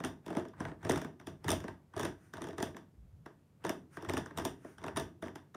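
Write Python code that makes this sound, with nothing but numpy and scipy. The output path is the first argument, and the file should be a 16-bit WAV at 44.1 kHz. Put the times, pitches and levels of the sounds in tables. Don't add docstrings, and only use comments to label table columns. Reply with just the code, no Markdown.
import sys
import numpy as np
from scipy import signal
from scipy.fft import rfft, irfft, next_fast_len
from scipy.io import wavfile
from scipy.ndimage import uniform_filter1d

SR = 44100
rng = np.random.default_rng(int(sys.argv[2]) if len(sys.argv) > 2 else 0)


def master(y):
    cut = np.clip(np.atleast_2d(y).T, -1, 1)
    pcm = np.round(cut * 32767)
    wavfile.write(sys.argv[1], SR, pcm.astype(np.int16))


N = 245178

# f/Hz, relative level/dB
AMBIENT_SPECTRUM = [(20, -36), (40, -17), (60, -4), (150, 1.5), (400, -13), (1200, -25), (3500, -35),
                    (5000, -36.5), (14000, -39), (16000, -47)]
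# f/Hz, T60/s
ROOM_T60 = [(100, .9), (260, .35), (700, .29), (1840, .26), (4850, .23), (12800, .24)]
# f/Hz, bandwidth/Hz, relative level/dB
ROOM_MODES = [(87.1, 5.6, 29.5), (132, 4.6, 14), (186, 4.7, -5), (236.6, 48, 3.5), (312, 15, -24),
              (406, 36, -8.5), (577, 7.2, -37)]

# f/Hz, relative level/dB
SKIN_SPECTRUM = [(600, 2), (1500, 15), (3500, -5), (4300, -9), (6000, 0.5), (7700, -7), (9400, 3),
                 (12000, -15), (14500, -5), (16000, -22)]
RUMBLE_SPECTRUM = [(20, -49.5), (38, -38), (50, -7.5), (65, 8.5), (80, -9), (150, -13), (400, -95)]
BOOM_SPECTRUM = [(40, -39), (75, -15), (93, 1), (115, -14.5), (145, -3.5), (190, -11), (600, -100)]
# centre t/s, peak level/dB, standard deviation/s
BRUSHES = [(2.252, -70.5, 0.051), (3.952, -61.5, 0.022), (4.686, -65, 0.054)]
# start t/s, end t/s, rumble level/dB, boom level/dB
REGRIPS = [(2.985, 3.056, -55.5, -73.5), (3.123, 3.2, -61, -63)]

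# f/Hz, relative level/dB
FRICTION_SPECTRUM = [(150, 9), (350, 22.5), (1000, 20.5), (1800, 18.5), (2400, 9.5), (3500, 1.5),
                     (4200, -1), (5800, -6), (7600, -3.5), (9300, -1.5), (11000, -22.5), (15000, -13.5)]
# start t/s, end t/s, rattle level/dB, friction level/dB, push level/dB
TURNS = [(0.035, 0.091, -57, -64, -51.5), (0.278, 0.406, -51.5, -56, -57.5),
         (0.598, 0.697, -61, -54, -48.5), (0.848, 0.99, -47.5, -48, -44.5), (1.283, 1.336, -79, -70, -52),
         (1.465, 1.547, -52, -51, -40), (1.624, 1.702, -80, -62, -53.5), (1.969, 2.087, -60, -55, -48),
         (2.353, 2.531, -58, -64, -56.5), (2.575, 2.674, -52.5, -64, -54), (3.643, 3.711, -52.5, -58, -59),
         (3.971, 4.07, -61, -74, -61.5), (4.076, 4.189, -55, -66, -46.5), (4.369, 4.482, -53.5, -58, -49),
         (4.808, 4.89, -57.5, -65, -57), (4.958, 5.023, -52.5, -72, -46.5), (5.228, 5.283, -54, -81, -55.5)]
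# f/Hz, bandwidth/Hz, relative level/dB
CORE_MODES = [(139, 66, -9), (272.5, 87, -2), (350.7, 93.4, 1.5), (419, 137.6, -4), (547, 40, -11),
              (647.4, 38.4, -6)]
PIECE_MODES = [(737, 106, -4), (918, 117, 3.5), (1240, 210, 3.5), (1337, 386, 2), (1570, 296, 1),
               (1856, 320, -5.5)]
EDGE_MODES = [(2103, 32, -8.5), (2480, 104, -2.5), (2760, 870, -3), (3570, 262, 2.5), (4884, 610, -8.5),
              (5860, 370, -1.5), (6540, 1030, -22)]
CORNER_MODES = [(6970, 480, -4.5), (8620, 710, 0), (8980, 1100, -0.5), (12730, 1050, -17),
                (13660, 290, -11)]
# t/s, clack level/dB, knock re clack/dB, click re clack/dB
SNAPS = [(0.003, -47.5, 7, -14), (0.0391, -41, 4, -12.5), (0.048, -42.5, 5, -2.5), (0.263, -53.5, 8, -6),
         (0.2803, -65, -5, 1), (0.304, -52.5, 16, -7.5), (0.369, -44, 15.5, -9), (0.3889, -56, 8, -9),
         (0.4518, -54, 6, -14), (0.484, -68, 5, 0), (0.536, -57, -17, -30), (0.604, -42, 7, -14),
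         (0.6518, -43, 0, -19.5), (0.717, -56.5, 12, -23), (0.83, -54, -2, -13), (0.849, -50.5, 9.5, -7),
         (0.8936, -41.5, 15, -11.5), (0.896, -42, 10.5, 1), (0.909, -37.5, 5.5, -14),
         (0.9188, -46, -3, -0.5), (0.959, -45.5, -15, -5.5), (0.977, -49.5, -2, -3.5),
         (1.0161, -48.5, 7.5, -6), (1.047, -46, 6.5, -13), (1.199, -57.5, 3, -9.5),
         (1.213, -59.5, 2.5, -15), (1.2705, -48.5, 8, -4.5), (1.444, -49.5, 6.5, -7), (1.482, -36, 0, -9),
         (1.491, -41, -1, -2.5), (1.504, -45.5, 7.5, 8), (1.5165, -37.5, 1.5, -2), (1.529, -52, 19, 2),
         (1.603, -57.5, 4, -2), (1.641, -49, 9.5, -13.5), (1.6816, -45, 2, -14), (1.938, -52.5, -3, -16.5),
         (1.965, -48.5, 13, -7.5), (1.978, -46, -12, -9), (1.995, -41.5, 5, -7), (2.002, -44, 0.5, -10),
         (2.01, -56.5, 10, 4.5), (2.032, -41, 3, -8.5), (2.0488, -42.5, 7.5, -10), (2.0517, -42, -3, -5.5),
         (2.337, -46.5, -0.5, -10.5), (2.37, -51.5, -9, -9), (2.4187, -47, 5, -6), (2.441, -48, 2.5, -10),
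         (2.47, -55, 9.5, -6.5), (2.487, -54, 13.5, -6), (2.53, -58, 10, -11), (2.5819, -44.5, 3, -9.5),
         (2.602, -47, 7, -10), (2.627, -41.5, 8.5, -2.5), (2.7467, -57, 9, -20), (2.767, -50.5, 1, -9),
         (3.261, -51, 3.5, -14.5), (3.641, -52, 11, -7.5), (3.6493, -40.5, 6.5, -11.5),
         (3.666, -46, -6, -7), (3.694, -39, 6.5, -6.5), (3.971, -44.5, 1, -16), (4.024, -52.5, 8.5, -8.5),
         (4.048, -49, 2, -13.5), (4.0888, -45.5, 6.5, -8.5), (4.0955, -39.5, 5, -9), (4.136, -43, 9, -6.5),
         (4.1697, -38, 0, -10.5), (4.177, -43.5, 7.5, -4.5), (4.26, -47.5, -2, -12), (4.309, -53, 2, -19),
         (4.375, -45, 2.5, -2.5), (4.3845, -41.5, 5, -8.5), (4.398, -52, 8, -5.5), (4.451, -39, 3.5, -3.5),
         (4.459, -51.5, 11, -1), (4.648, -55, 11.5, -17.5), (4.7823, -54.5, -6, -9),
         (4.8403, -43.5, -0.5, -15), (4.8649, -48.5, 7.5, -10.5), (4.882, -43, 1, -16.5),
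         (4.9617, -43.5, -24, -10), (4.97, -37.5, 1.5, -7), (4.974, -41, 4, -3.5), (4.9981, -55.5, 11.5, 5),
         (5.2246, -47.5, 8, -10.5), (5.2818, -59, 13, -8), (5.357, -48.5, 0, -10), (5.546, -49, 1, -13.5)]

IMPACT_SAMPLES, LEAD_S = 4096, .012


def amp(db):
    return 10 ** (np.asarray(db) / 20)


def along(points, hz):
    f, values = np.transpose(points)
    return np.interp(np.log(hz + 1), np.log(f), values)


def filtered(x, response):
    size = next_fast_len(N + SR)
    return irfft(rfft(x, size) * response(np.fft.rfftfreq(size, 1 / SR)), size)[:N]


def coloured(x, spectrum):
    shaped = filtered(x, lambda hz: amp(along(spectrum, hz)))
    return shaped / np.sqrt(np.mean(shaped ** 2) + 1e-20)


def resonances(modes, hz):
    return sum((-1) ** k * amp(db) * 1j * hz * width / (f * f - hz * hz + 1j * hz * width)
               for k, (f, width, db) in enumerate(modes))


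def radiated(modes, hz):
    low, high = 1j * hz / modes[0][0], 1j * hz / (modes[-1][0] * 1.88)
    highpass = low ** 2 / (1 + np.sqrt(2) * low + low ** 2)
    lowpass = 1 / (1 + np.sqrt(2) * high + high ** 2)
    response = resonances(modes, hz) * highpass * lowpass
    return response / np.sqrt(np.mean(np.abs(response) ** 2))


def strokes(start, end, level_db, attack_s, release_s):
    t = np.arange(N) / SR
    return sum(amp(db) * np.exp(np.minimum(t - a, 0) / attack_s - np.maximum(t - b, 0) / release_s)
               for a, b, db in zip(start, end, level_db))


def add(track, sound, start_s):
    start = round(start_s * SR)
    sound = sound[max(-start, 0):]
    part = track[max(start, 0):][:len(sound)]
    part += sound[:len(part)]


def ambient_noise(level_db):
    return amp(level_db) * coloured(rng.standard_normal(N), AMBIENT_SPECTRUM)


def room_tail(gap_s, build_s):
    hz, t, noise = signal.stft(rng.standard_normal(SR * 2 // 5), SR, nperseg=256)
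    decay = amp(-60 * t / along(ROOM_T60, hz)[:, None])
    tail = signal.istft(noise * decay, SR, nperseg=256)[1]
    since_reflection = np.maximum(np.arange(len(tail)) / SR - gap_s, 0)
    tail *= 1 - np.exp(-since_reflection / build_s)
    return tail / np.linalg.norm(tail)


def standing_waves(sound):
    return amp(-23) * filtered(sound, lambda hz: resonances(ROOM_MODES, hz))


def fingertips():
    t = np.arange(N) / SR
    envelope = sum(amp(db) * np.exp(-.5 * ((t - centre) / sigma) ** 2) for centre, db, sigma in BRUSHES)
    return envelope * coloured(rng.standard_normal(N), SKIN_SPECTRUM)


def hands(rumble_lag_s, rumble_re_push_db, hold_db):
    start, end, _, _, push_db = np.transpose(TURNS)
    shift, rest, rumble_db, boom_db = np.transpose(REGRIPS)
    press = lambda a, b, db: strokes(a, b, db, attack_s=.011, release_s=.043)
    rumble = press(start + rumble_lag_s, end + rumble_lag_s, push_db + rumble_re_push_db)
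    rumble += press(shift, rest, rumble_db)
    boom = press(start, end, push_db) + press(shift, rest, boom_db)
    boom += amp(hold_db)
    out = np.zeros(N)
    for envelope, spectrum in [(rumble, RUMBLE_SPECTRUM), (boom, BOOM_SPECTRUM)]:
        noise = coloured(rng.standard_normal(N), spectrum)
        running_rms = np.sqrt(np.abs(uniform_filter1d(noise ** 2, size=SR // 12)) + 1e-6)
        out += envelope * noise / running_rms
    return out


def sliding(slips_per_s, grain_db):
    start, end, _, friction_db, _ = np.transpose(TURNS)
    slipping = rng.random(N) < slips_per_s / SR
    slips = slipping * rng.standard_normal(N) * amp(grain_db * rng.standard_normal(N))
    envelope = strokes(start, end, friction_db, attack_s=.017, release_s=.03)
    return envelope * coloured(slips, FRICTION_SPECTRUM)


def rattles(per_turn, spread_db):
    start, end, level_db = np.transpose(TURNS)[:3, :, None]
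    times = start + (end - start) * (np.arange(per_turn) + rng.random((len(TURNS), per_turn))) / per_turn
    scatter = spread_db * rng.standard_normal((len(TURNS), per_turn, 3))
    clack_db = level_db + scatter[..., 0]
    weight_db, bright_db = 7 + scatter[..., 1], -13.5 + scatter[..., 2]
    return np.column_stack([column.ravel() for column in (times, clack_db, weight_db, bright_db)])


def rebounds(delay_s, clack_db, weight_db):
    return np.array(SNAPS) + [delay_s, clack_db, weight_db, 0]


def ringing(modes, hardness, contact_s, chatter_db, spread_db, detune, scrape_db, scrape_s):
    count = len(hardness)
    hz = np.fft.rfftfreq(IMPACT_SAMPLES, 1 / SR)
    t = np.arange(IMPACT_SAMPLES) / SR - LEAD_S
    pulse_time = np.maximum(t, 0) / (contact_s * np.exp(-.25 * hardness))
    pulse = pulse_time * np.exp(1 - pulse_time)
    graze = np.exp(-np.abs(t) / np.where(t < 0, .62 * scrape_s, scrape_s))
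    envelope = pulse + amp(scrape_db - 5.2 * hardness) * graze
    force = envelope * rng.standard_normal(envelope.shape)
    force *= amp(chatter_db * rng.standard_normal(envelope.shape))
    draws = rng.standard_normal((count, len(modes), 2))
    pieces = [[(f * np.exp(detune * size), width, db + spread_db * spot)
               for (f, width, db), (size, spot) in zip(modes, row)] for row in draws]
    ring = irfft(rfft(force) * np.array([radiated(piece, hz) for piece in pieces]))
    return ring / np.linalg.norm(ring, axis=1, keepdims=True)


def impacts():
    collisions = np.vstack([SNAPS, rebounds(delay_s=.008, clack_db=-18, weight_db=8.5),
                            rattles(per_turn=7, spread_db=2)])
    times, clack_db, weight_db, bright_db = collisions.T
    knock_db, click_db = clack_db + weight_db, clack_db + bright_db
    hardness = np.clip((click_db + 66.5) / 17.5, -1, 1.5)[:, None]
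    tick_db = click_db - 5.5 + 3.4 * hardness[:, 0]
    knocks = ringing(CORE_MODES, hardness / 2, contact_s=.0016, chatter_db=2,
                     spread_db=1, detune=.021, scrape_db=-16.5, scrape_s=.0073)
    clacks = ringing(PIECE_MODES, hardness, contact_s=.00084, chatter_db=3.5,
                     spread_db=-1.5, detune=.042, scrape_db=2.5, scrape_s=.0026)
    clicks = ringing(EDGE_MODES, hardness, contact_s=.0005, chatter_db=7,
                     spread_db=2.5, detune=.04, scrape_db=0, scrape_s=.0035)
    ticks = ringing(CORNER_MODES, hardness, contact_s=.00068, chatter_db=-3,
                    spread_db=1, detune=.036, scrape_db=-4, scrape_s=.0047)
    tails = [room_tail(gap_s=.0019, build_s=.0023) for _ in times]

    def in_room(modes, sounds, level_db, room_db):
        direct, diffuse = np.zeros(N), np.zeros(N)
        gains = amp(level_db) * np.sqrt(SR / 100)
        for start, gain, sound, tail in zip(times, gains, sounds, tails):
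            add(direct, gain * sound, start - LEAD_S)
            add(diffuse, gain * tail, start)
        return direct + amp(room_db) * filtered(diffuse, lambda hz: radiated(modes, hz))

    out = (in_room(CORE_MODES, knocks, knock_db, room_db=-6)
           + in_room(PIECE_MODES, clacks, clack_db, room_db=-4.5)
           + in_room(EDGE_MODES, clicks, click_db, room_db=-4)
           + in_room(CORNER_MODES, ticks, tick_db, room_db=-8.5))
    return out + standing_waves(out)


def scene():
    background = ambient_noise(level_db=-66.5)
    puzzle = impacts() + sliding(slips_per_s=5900, grain_db=3.5)
    handling = hands(rumble_lag_s=.033, rumble_re_push_db=-11, hold_db=-69.5) + fingertips()
    return (background + puzzle + handling)[None]


def record(dry):
    cutoff_hz = 15900
    return filtered(dry[0], lambda hz: 1 / (1 + (hz / cutoff_hz) ** 120))[None]


dry = scene()
out = record(dry)
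master(out)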